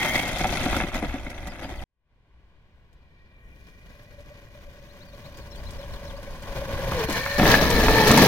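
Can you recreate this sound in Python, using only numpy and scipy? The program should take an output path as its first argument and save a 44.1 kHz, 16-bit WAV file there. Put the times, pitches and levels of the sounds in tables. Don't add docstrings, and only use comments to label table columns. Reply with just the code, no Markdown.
import sys
import numpy as np
from scipy import signal
from scipy.fft import rfft, irfft
from scipy.io import wavfile
from scipy.ndimage import map_coordinates

SR = 44100
rng = np.random.default_rng(int(sys.argv[2]) if len(sys.argv) > 2 else 0)


def inscribe(sig):
    pcm = np.round(np.clip(np.atleast_2d(sig).T, -1, 1) * 32767)
    wavfile.write(sys.argv[1], SR, pcm.astype(np.int16))


N = 364707
TIME = np.arange(N) / SR
BREAK_S, LANDING_S = 1.84, 7.38
CUTOFF_HZ = 15900

# freq_hz, relative_density_db
HUSH_COLOUR = [(25, -0.5), (60, -1), (130, -10.5), (280, -21), (1000, -24.5), (2400, -29), (4200, -41),
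               (9000, -58.5)]
# time_s, relative_level_db
WIND_LEVELS = [
    [(0.05, -31), (0.762, -25.5), (1.224, -35.5), (1.83, -31)],
    [(2.1, -75.5), (3.7, -53), (5.16, -53), (5.6, -39.5), (6.28, -41.5), (6.96, -35.5), (7.32, -39.5),
     (7.44, -26.5), (8.27, -27.5)],
]
# freq_hz, relative_density_db
WIND_COLOUR = [(12, -7), (26, 1.5), (40, -1.5), (62, -1), (100, -8), (150, -35), (400, -54.5)]
# start_s, length_s, start_hz, end_hz, relative_level_db
CHIRPS = [(1.333, 0.062, 5800, 6200, -49), (1.482, 0.051, 5500, 4300, -46),
          (1.62, 0.054, 4600, 5000, -44.5), (1.633, .028, 3520, 2600, -41), (1.767, .02, 4950, 4150, -44),
          (1.782, 0.029, 3700, 2300, -41), (5.055, 0.066, 4850, 4200, -58), (5.325, 0.074, 4400, 5100, -56),
          (5.39, .055, 4700, 4100, -56), (5.56, 0.05, 4200, 5150, -55), (5.717, 0.06, 5050, 4200, -55),
          (6.15, 0.045, 3950, 5460, -54)]
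PHRASE_STARTS_S = [5.503, 5.642, 5.777, 5.913, 6.049]
# delay_s, length_s, start_hz, end_hz, relative_level_db
PHRASE = [(0.004, 0.024, 5650, 5200, -53), (.01, .016, 4350, 3850, -55), (.022, 0.019, 3850, 4250, -47),
          (.042, 0.026, 3900, 2850, -50)]
RISE_STARTS_S = [4.884, 4.999, 5.117, 5.236]
# length_s, start_hz, end_hz, relative_level_db
RISE = (0.044, 3350, 4750, -53)
BIRD_ECHO_SHARE = 0.3

# time_s, distance_m
RIDING_OFF = [(0.0, 8.56), (0.6, 6.16), (1.3, 9.65), (1.83, 10.4)]
# time_s, distance_m
COMING_BACK = [(2.1, 100), (3.4, 20.2), (4.2, 21), (5.27, 12.2), (5.8, 8.9), (6.44, 9), (7.0, 5.17),
               (7.7, 2.67), (8.27, 1.42)]
# start_s, length_s
SKID_ENDS, CLEARS_BUSHES = (0.81, 0.11), (3.28, 0.72)
CRESTS_HUMP, LIFTS_OFF = (6.44, 0.095), (7.08, 0.41)
# relative_level_at_1m_db, loss_per_doubling_db, bushes_loss_db, hump_loss_db
DRUM_CARRY, CRUNCH_CARRY = (-17, 8, 3.5, 7), (-20.5, 7, 8.5, 7.5)
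GRIT_CARRY, WHINE_CARRY = (-22.5, 9, 2, 6), (-19.5, 7.8, 32, 12)

# time_s, mean_pitch_hz, relative_level_db
MOTOR_SONG = [(0, 2092, -29), (.14, 2150, -29.5), (.28, 2126, -36), (.35, 2100, -47.5), (.75, 2080, -51),
              (1.84, 2166, -73.5)]
# pitch_ratio, relative_level_db
MOTOR_PARTIALS = [(0.89, -4), (1, 2), (1.05, -2), (1.54, -5)]
# time_s, mean_tooth_rate_hz
DRIVE_SPEED = [(3.7, 582), (6.1, 564), (6.93, 540), (7.02, 442), (7.13, 445), (7.23, 543), (7.44, 592),
               (7.6, 565), (7.66, 492), (7.85, 437), (7.96, 446), (8.05, 430), (8.27, 455)]
# multiple, far_relative_db, near_relative_db
GEAR_ORDERS = [(1, -0.5, -2.5), (2, -21.5, -12.5), (4, -24.5, -18), (5, -35, -25.5)]
# time_s, gain_db
SURGES = [(4.13, 6), (4.202, 11), (4.315, 12), (4.555, 5), (4.677, 8), (5.145, 9), (5.8, 10), (5.842, 9),
          (5.945, 10), (6.025, 8), (6.06, 10), (6.15, 8), (6.19, 8), (6.28, 9), (6.975, 12), (7.015, 10),
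          (7.71, 7)]
GROUND_ROUGH, AIRBORNE_ROUGH, PASSING_ROUGH = 0.35, 0.45, 0.65
GEAR_SLACK_S = 7.09
THROB_FAR_DB, THROB_NEAR_DB = 7.5, 2.5
BROADSIDE_S, BROADSIDE_HALF_S, OVERTONE_SHINE_DB = 7.98, 0.15, 14.6
# pitch_hz, relative_level_db, t60_s
SPROCKET_MODES = [(1802, 7.5, 0.04), (2274, 3, 0.035), (4155, 4.5, 0.016)]
# time_s, fall_s, recovery_s
CHAIN_SLACK = (7.6, 0.25, 0.22)
CHAIN_SAG_SHARE = 0.055

# time_s, clack_relative_db, thud_relative_db, favoured_pitch_hz
KNOCKS = [(0.405, -13, -29, 760), (0.443, -3, -27, 780), (0.453, -7, -26.5, 732), (0.662, -8.5, -23.5, 740),
          (0.73, -5.5, -37.5, 1410), (0.765, -9, -23, 1320), (0.802, -3.5, -25.5, 1930),
          (0.811, -8, -32, 775), (0.837, -8.5, -26, 2320), (0.918, -22, -44.5, 1346),
          (0.946, -9.5, -36.5, 1980), (1.025, -16.5, -24.5, 730), (1.096, -18, -44, 2190),
          (1.141, -17.5, -24, 740), (1.266, -21, -33.5, 2150), (1.47, -21.5, -34, 1260),
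          (1.645, -16, -29, 800), (6.92, -19, -42, 1150), (7.087, -18.5, -27, 1150),
          (7.261, -13, -49, 1770), (7.397, -7, -22, 740), (7.431, -9.5, -21.5, 740),
          (7.456, -8.5, -18, 1810), (7.541, -2, -24.5, 1700), (7.883, -2, -27.5, 921),
          (8.107, -3, -17, 1150), (8.176, -2.5, -21, 955)]
# pitch_hz, relative_level_db, t60_s
THUD_MODES = [(151, -7, 0.048), (206.6, 3, 0.052), (269, 1.5, 0.092), (308, 3, 0.055), (552, 0, 0.05)]
# pitch_hz, relative_level_db, t60_s
CLACK_MODES = [(740, -7.5, 0.04), (917, -6.5, 0.032), (1150, -6, 0.021), (1372, -2, 0.02),
               (1700, -5, 0.018), (2150, -6, 0.036), (2584, -5, 0.019), (3480, -8.5, 0.021)]
# time_s, relative_level_db
STONES = [(0.21, -22), (0.278, -15), (0.3836, -14), (0.471, -18), (0.764, -13.5), (0.942, -18.5),
          (1.301, -25), (1.471, -21), (2.929, -54), (4.031, -49), (4.205, -45), (5.372, -36), (5.558, -37),
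          (5.707, -32), (6.23, -35.5), (6.423, -34), (7.0984, -20), (7.1255, -17), (7.216, -27),
          (7.254, -27), (7.384, -22), (7.7024, -11), (8.0752, -8), (8.113, -5.5), (8.175, -4.5)]

# freq_hz, relative_density_db
LEAVING_COLOUR = [(110, 3), (300, -6), (740, -3), (2100, -12.5), (3400, -17), (4700, -24), (6500, -23),
                  (7600, -31), (10000, -28), (16000, -40.5)]
# freq_hz, relative_density_db
NEARING_COLOUR = [(110, 2), (370, -13), (1050, -9.5), (1700, -15), (3000, -27), (6400, -32.5),
                  (7600, -41.5), (15000, -37)]
# freq_hz, relative_density_db
PASSING_COLOUR = [(110, 2), (290, 0), (900, -9.5), (1800, -11), (3000, -20.5), (4200, -17.5), (6400, -21.5),
                  (7400, -31), (15000, -24.5)]
# centre_hz, width_hz, gain_db
LEAVING_PEAKS = [(294, 180, 6), (442, 72, -12), (740, 150, 2.5), (1070, 190, -3.5), (1816, 99, -12.5),
                 (1990, 360, 6), (2880, 220, -10)]
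# centre_hz, width_hz, gain_db
NEARING_PEAKS = [(784, 180, -3), (1090, 170, 3), (1287, 190, -9.5), (1775, 53, -7.5), (2150, 100, -6),
                 (2500, 170, 1.5), (2635, 120, -11)]
# centre_hz, width_hz, gain_db
PASSING_PEAKS = [(371, 66, -5.5), (1498, 206, -11.5), (1690, 220, 4), (2160, 520, -5), (2756, 70, -15)]
# skid_gain_db, full_air_loss_db
GRIP = [(7, 22), (8, 11.5), (12, 5.5)]
# time_s, release_s, drumming_gain_db, gravel_gain_db
BUMPS = [(.03, 0.19, 3.5, 7), (.16, 0.061, 5, 6), (0.66, 0.17, 2.5, -0.5), (.915, 0.04, -9, -4),
         (0.96, 0.066, 11.5, 12), (1.041, 0.06, 12.5, 5), (3.929, 0.06, 3, 5.5), (5.396, 0.04, 7.5, 4),
         (5.52, 0.12, 3.5, -0.5), (5.94, 0.02, 5.5, 7.5), (7.067, 0.034, -10, -12), (7.096, 0.33, 0.5, 5.5),
         (7.449, 0.16, 8, 5), (7.513, 0.12, 2.5, 9), (8.236, 0.035, 8, 3)]
BUMP_ATTACK_SHARE = 0.54

# freq_hz, coherence
LIKENESS = [(30, 0.78), (130, 1), (600, 0.95), (1100, 0.94), (1900, 0.42), (3100, 0.1), (6800, 0.25),
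            (14000, 0.36)]
# time_s, lead_s
LEFT_LEAD = [(1.8, 0.000077), (3.5, 0.00019), (7.5, 0.000064)]
COMPACT_SIDE_DB = -9.5
# time_s, gain_db
FADE = [(1.838, -4.5), (1.842, -34), (2.04, -16), (2.12, -5), (2.4, 2)]


def from_db(db):
    return 10 ** (np.asarray(db) / 20)


def rms(x):
    return np.sqrt(np.mean(x ** 2) + 1e-20)


def in_time(rows):
    s, *columns = np.transpose(rows)
    return [np.interp(TIME, s, c) for c in columns]


def at_hz(points, hz):
    f, value = np.transpose(points)
    return np.interp(np.log(hz + 1), np.log(f), value)


def ramp(start_s, length_s):
    return np.clip((TIME - start_s) / length_s, 0, 1)


def swell(peak_s, attack_s, release_s):
    return np.interp(TIME, [peak_s - attack_s, peak_s, peak_s + release_s], [0, 1, 0])


def drift(rate_hz):
    step = 40
    r = np.exp(-2 * step * np.pi * rate_hz / SR)
    slow = signal.lfilter([1], [1, -2 * r, r * r], rng.standard_normal(N // step + 2002))[2000:]
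    return np.interp(np.arange(N) / step, np.arange(len(slow)), slow / rms(slow))


def band(x, edges_hz, kind, order=4):
    return signal.sosfilt(signal.butter(order, edges_hz, kind, fs=SR, output="sos"), x + 1e-18)


def colour(x, spectrum, peaks=(), size=8192):
    hz = np.arange(size // 2 + 1) * SR / size
    db = at_hz(spectrum, hz)
    for centre_hz, width_hz, gain_db in peaks:
        db = db + gain_db * 2 ** -((2 * (hz - centre_hz) / width_hz) ** 2)
    cepstrum = irfft(np.log(from_db(db)))
    causal = 2 * cepstrum * (np.arange(size) < size // 2)
    response = irfft(np.exp(rfft(causal) - cepstrum[0]))
    return signal.fftconvolve(x, response[None], axes=1)[:, :N]


def ring(clicks, hz, t60_s):
    r, w = from_db(-60 / (t60_s * SR)), 2 * np.pi * hz / SR
    return signal.lfilter([0, np.sin(w)], [1, -2 * r * np.cos(w), r * r], clicks + 1e-18)


def rough_tone(hz, rough, flutter_hz):
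    phase = 2 * np.pi * np.cumsum(hz) / SR
    shake = np.array([[drift(flutter_hz), drift(flutter_hz)] for _ in range(2)]) * rough
    shake[0, 0] += 1
    return (shake[:, 0] * np.sin(phase) + shake[:, 1] * np.cos(phase)) / np.sqrt(0.5 + rough ** 2)


def strike(times_s, levels_db, mode, rattle_s, rattle_share):
    hz, mode_db, t60_s = mode
    force, age_s = np.zeros((2, N + SR)), TIME[:SR // 20]
    for s, db in zip(times_s, levels_db):
        blow = rattle_share * rng.standard_normal((2, len(age_s))) * np.exp(-age_s / rattle_s)
        blow[:, 0] += rng.choice([-1, 1], 2)
        first = round(s * SR)
        force[:, first:first + len(age_s)] += from_db(db + mode_db) * blow
    return ring(force[:, :N], hz, t60_s)


def carry(near_db, doubling_db, bushes_db, hump_db):
    metres = np.where(TIME < BREAK_S, in_time(RIDING_OFF)[0], in_time(COMING_BACK)[0])
    screened_db = bushes_db * (1 - ramp(*CLEARS_BUSHES)) + hump_db * (1 - ramp(*CRESTS_HUMP))
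    return near_db - doubling_db * np.log2(metres) - screened_db * (TIME >= BREAK_S)


def hush(level_db=-58):
    air = colour(rng.standard_normal((2, N)), HUSH_COLOUR, NEARING_PEAKS)
    return air / rms(air[0]) * from_db(level_db)


def wind(level_db=0.34, gust_db=-2.0):
    rumble = colour(rng.standard_normal((2, N)), WIND_COLOUR) * from_db(gust_db * drift(8.8))
    curve_db = np.where(TIME < BREAK_S, in_time(WIND_LEVELS[0])[0], in_time(WIND_LEVELS[1])[0])
    return rumble / rms(rumble[0]) * from_db(curve_db + level_db)


def birds(level_db=-2, accent_db=2.5, side_share=0.72, echo_s=0.019):
    out = np.zeros(N)
    song = [(s, *RISE) for s in RISE_STARTS_S]
    song += [(s + delay_s, *note) for s in PHRASE_STARTS_S for delay_s, *note in PHRASE]
    for s, length_s, start_hz, end_hz, db in CHIRPS + song:
        u = np.linspace(0, 1, round(length_s * SR))
        phase = 2 * np.pi * np.cumsum(start_hz + (end_hz - start_hz) * u) / SR
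        gain = from_db(db + level_db + accent_db * rng.standard_normal())
        first = round(s * SR)
        out[first:first + len(u)] += gain * np.sin(np.pi * u) * np.sin(phase)
    scatter = rng.standard_normal((2, SR // 4)) * np.exp(-TIME[:SR // 4] / echo_s)
    echo = signal.fftconvolve(out[None], scatter / np.linalg.norm(scatter[0]), axes=1)[:, :N]
    return np.array([out, side_share * out]) + BIRD_ECHO_SHARE * echo


def far_motor(hz=2350, sideband_hz=1880, level_db=-67.0, climb=0.03, waver=0.012):
    speed = 1 + climb * ramp(*CLEARS_BUSHES) + waver * drift(10.5)
    whine = sum(rough_tone(f * speed, rough=0.75, flutter_hz=35) for f in (hz, sideband_hz))
    return whine * from_db(level_db) * swell(3.58, attack_s=0.77, release_s=3.3)


def motor(waver=0.011):
    hz, db = in_time(MOTOR_SONG)
    hz = hz * (1 + waver * drift(25))
    whine = sum(from_db(part_db) * rough_tone(hz * ratio, rough=0.42, flutter_hz=70)
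                for ratio, part_db in MOTOR_PARTIALS)
    return whine * from_db(db) * (TIME < BREAK_S)


def chain(tooth_hz, near_db=-25.0, doubling_db=5, uneven_db=2.0, shine_db=3.5, taut_db=11):
    links = np.diff(np.floor(np.cumsum(tooth_hz) / SR), prepend=0)
    taps = links * from_db(uneven_db * drift(60)) * rng.standard_normal((2, N))
    out = sum(from_db(db) * ring(taps, hz, t60_s) for hz, db, t60_s in SPROCKET_MODES)
    clock_s = np.cumsum(1 - CHAIN_SAG_SHARE * swell(*CHAIN_SLACK)) / SR
    out = np.array([np.interp(clock_s, TIME, channel) for channel in out])
    level_db = carry(near_db, doubling_db, 0, 0) - taut_db * (1 - ramp(6.94, 0.23))
    level_db = level_db + shine_db * swell(BROADSIDE_S, BROADSIDE_HALF_S, BROADSIDE_HALF_S)
    return out / rms(out) * from_db(level_db) * ramp(6.8, 0.17)


def throb(surge_times_s, beats_per_s=21, uneven=0.3):
    clock = np.cumsum(np.exp(uneven * drift(13))) / SR
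    marks = np.r_[0, np.interp(surge_times_s, TIME, clock), clock[-1]]
    whole_beats = np.maximum(1, np.round(np.diff(marks) * beats_per_s))
    beats = np.interp(clock, marks, np.r_[0, np.cumsum(whole_beats)])
    return 1 - 2 * (np.sin(np.pi * beats) ** 2) ** 2


def whine_level(surge_s=0.031, from_behind_db=9, slack_db=7):
    surges_db = np.max([db * np.sqrt(swell(s, surge_s, surge_s)) for s, db in SURGES], axis=0)
    slack = swell(GEAR_SLACK_S, attack_s=0.064, release_s=0.16)
    return carry(*WHINE_CARRY) - from_behind_db * (TIME < BREAK_S) + surges_db - slack_db * slack


def gear_whine(tooth_hz, wobble=0.02):
    landed = TIME >= LANDING_S
    hopping = (TIME > 6.95) & ~landed
    rough = np.where(hopping, AIRBORNE_ROUGH, np.where(landed, PASSING_ROUGH, GROUND_ROUGH))
    hz = tooth_hz * (1 + wobble * drift(42.2) * ~landed * ~hopping)
    shine_db = OVERTONE_SHINE_DB * swell(BROADSIDE_S, BROADSIDE_HALF_S, BROADSIDE_HALF_S)
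    out = np.zeros((2, N))
    for order, far_db, near_db in GEAR_ORDERS:
        level_db = np.where(landed, near_db, far_db) + shine_db * (order > 1)
        out += from_db(level_db) * rough_tone(order * hz, rough, flutter_hz=38)
    depth_db = np.where(landed, THROB_NEAR_DB, THROB_FAR_DB) * ~hopping
    return out * from_db(whine_level() + depth_db * throb([s for s, _ in SURGES]))


def knocks(thud_db=-3, clack_db=-0.5, focus_db=13, focus_octaves=0.28, bounce_s=0.011, bounce_db=-7):
    s, clack, thud, pitch_hz = np.transpose(KNOCKS)
    times_s = np.r_[s, s + bounce_s * rng.uniform(0.7, 1.4, len(s))]
    bounce = np.repeat([0, bounce_db], len(s))
    out = np.zeros((2, N))
    for mode in THUD_MODES:
        level_db = np.tile(thud + thud_db, 2) + bounce
        out += strike(times_s, level_db, mode, rattle_s=0.015, rattle_share=0.072)
    for mode in CLACK_MODES:
        octaves_off = np.abs(np.log2(mode[0] / pitch_hz))
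        level_db = clack + clack_db - focus_db * np.minimum(octaves_off / focus_octaves, 1)
        out += strike(times_s, np.tile(level_db, 2) + bounce, mode, rattle_s=0.0023, rattle_share=0.085)
    return out


def rattle(crunch_db, level_db, spread_db=2, count=34):
    times_s = rng.uniform(0.3, BREAK_S - 0.05, count)
    levels_db = np.interp(times_s, TIME, crunch_db) + level_db + spread_db * rng.uniform(-0.82, 1, count)
    return sum(strike(times_s, levels_db, mode, rattle_s=0.0044, rattle_share=0.15)
               for mode in CLACK_MODES[3:])


def stones(level_db=-8.0, decay_s=0.0098, top_hz=5500):
    out, age_s = np.zeros((2, N + SR)), TIME[:SR // 20]
    for s, db in STONES:
        burst = rng.standard_normal((2, len(age_s))) * np.exp(-age_s / decay_s)
        first = round(s * SR)
        out[:, first:first + len(age_s)] += from_db(db + level_db) * burst
    bright = band(out[:, :N], 3000, "high", order=2)
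    return band(bright, top_hz, "low", order=1)


def spray(level_db=-41, above_hz=9000):
    sand = band(rng.standard_normal((2, N)), above_hz, "high")
    return sand / rms(sand) * from_db(level_db) * (1 - ramp(0.19, 0.07))


def grains(per_s, spread_db, sand_db, ping_db=3, cycles=40, count=24):
    sizes = from_db(spread_db * np.minimum(rng.exponential(1, N), 4))
    clicks = (rng.random(N) < per_s / SR) * sizes * rng.choice([-1, 1], (2, N))
    dealt = rng.integers(0, count, N)
    pings = np.zeros((2, N))
    for k, hz in enumerate(np.geomspace(1500, 14500, count)):
        pings += hz * ring(clicks * (dealt == k), hz, cycles / hz)
    sand = from_db(sand_db) * rng.standard_normal((2, N))
    return clicks / rms(clicks) + from_db(ping_db) * pings / rms(pings) + sand


def tyre_levels():
    skid, air = 1 - ramp(*SKID_ENDS), ramp(*LIFTS_OFF) * (TIME < LANDING_S)
    thump, gravel = 0, 0
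    for s, release_s, thump_db, gravel_db in BUMPS:
        load = swell(s, BUMP_ATTACK_SHARE * release_s, release_s)
        thump = thump + thump_db * load
        gravel = gravel + gravel_db * load
    rolling = carry(*DRUM_CARRY) + thump, carry(*CRUNCH_CARRY) + gravel, carry(*GRIT_CARRY) + gravel
    return [level + skid_db * skid - air_db * air for level, (skid_db, air_db) in zip(rolling, GRIP)]


def tyres(levels, spectrum, peaks, per_s, spread_db, sand_db, clump_db, drum_db, crunch_db, grit_db):
    drum, crunch, grit = levels
    clumps = from_db(clump_db * drift(30))
    gravel = colour(grains(per_s, spread_db, sand_db) * clumps, spectrum, peaks)
    lows = band(band(gravel, 105, "high"), 550, "low")
    mids = band(gravel, [550, 3000], "band")
    highs = band(gravel, 3000, "high")
    out = lows / rms(band(lows[0], [110, 450], "band")) * from_db(drum + drum_db)
    out += mids / rms(band(mids[0], 650, "high")) * from_db(crunch + crunch_db)
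    return out + highs / rms(highs[0]) * from_db(grit + grit_db)


def distance(x, dull_hz=5000, ground_hz=(600, 1300), ground_share=0.54):
    far = 1 - ramp(3.26, 0.39)
    x = x - ground_share * (1 - ramp(5.05, 0.62)) * band(x, ground_hz, "band", order=1)
    return far * band(x, dull_hz, "low") + (1 - far) * x


def stereo(pair):
    alike = np.clip(at_hz(LIKENESS, np.arange(N // 2 + 1) * SR / N), -0.5, 0.995)
    side = irfft(rfft(pair[1]) * np.sqrt((1 - alike) / (1 + alike)), N)
    late_samples = (TIME - in_time(LEFT_LEAD)[0]) * SR
    right = map_coordinates(pair[0] - side, [late_samples], order=3)
    return np.array([pair[0] + side, right])


def scene():
    levels = tyre_levels()
    leaving = tyres(levels, LEAVING_COLOUR, LEAVING_PEAKS, per_s=700, spread_db=1.44, sand_db=3.5,
                    clump_db=2.0, drum_db=2.0, crunch_db=2.0, grit_db=1.5)
    nearing = tyres(levels, NEARING_COLOUR, NEARING_PEAKS, per_s=2500, spread_db=1.5, sand_db=5.0,
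                    clump_db=2.0, drum_db=0.0, crunch_db=-1.5, grit_db=0.0)
    passing = tyres(levels, PASSING_COLOUR, PASSING_PEAKS, per_s=2200, spread_db=0.4, sand_db=0.0,
                    clump_db=1.5, drum_db=0.5, crunch_db=0.5, grit_db=0.7)
    returning = np.where(TIME < LANDING_S, distance(nearing), passing)
    rolling = np.where(TIME < BREAK_S, leaving, returning)
    tooth_hz = in_time(DRIVE_SPEED)[0]
    compact = (gear_whine(tooth_hz) + knocks()) * from_db([[0], [COMPACT_SIDE_DB]])
    drive = compact + motor() + far_motor() + chain(tooth_hz)
    bike = rolling + drive + rattle(levels[1], level_db=5.0) + stones() + spray()
    mix = stereo(bike + birds() + wind() + hush())
    return mix * from_db([[0.6], [-0.6]]) * from_db(in_time(FADE)[0])


def record(dry):
    low_pass = signal.ellip(10, 0.1, 80, CUTOFF_HZ, fs=SR, output="sos")
    return signal.sosfilt(low_pass, np.clip(dry, -1, 1))


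dry = scene()
out = record(dry)
inscribe(out)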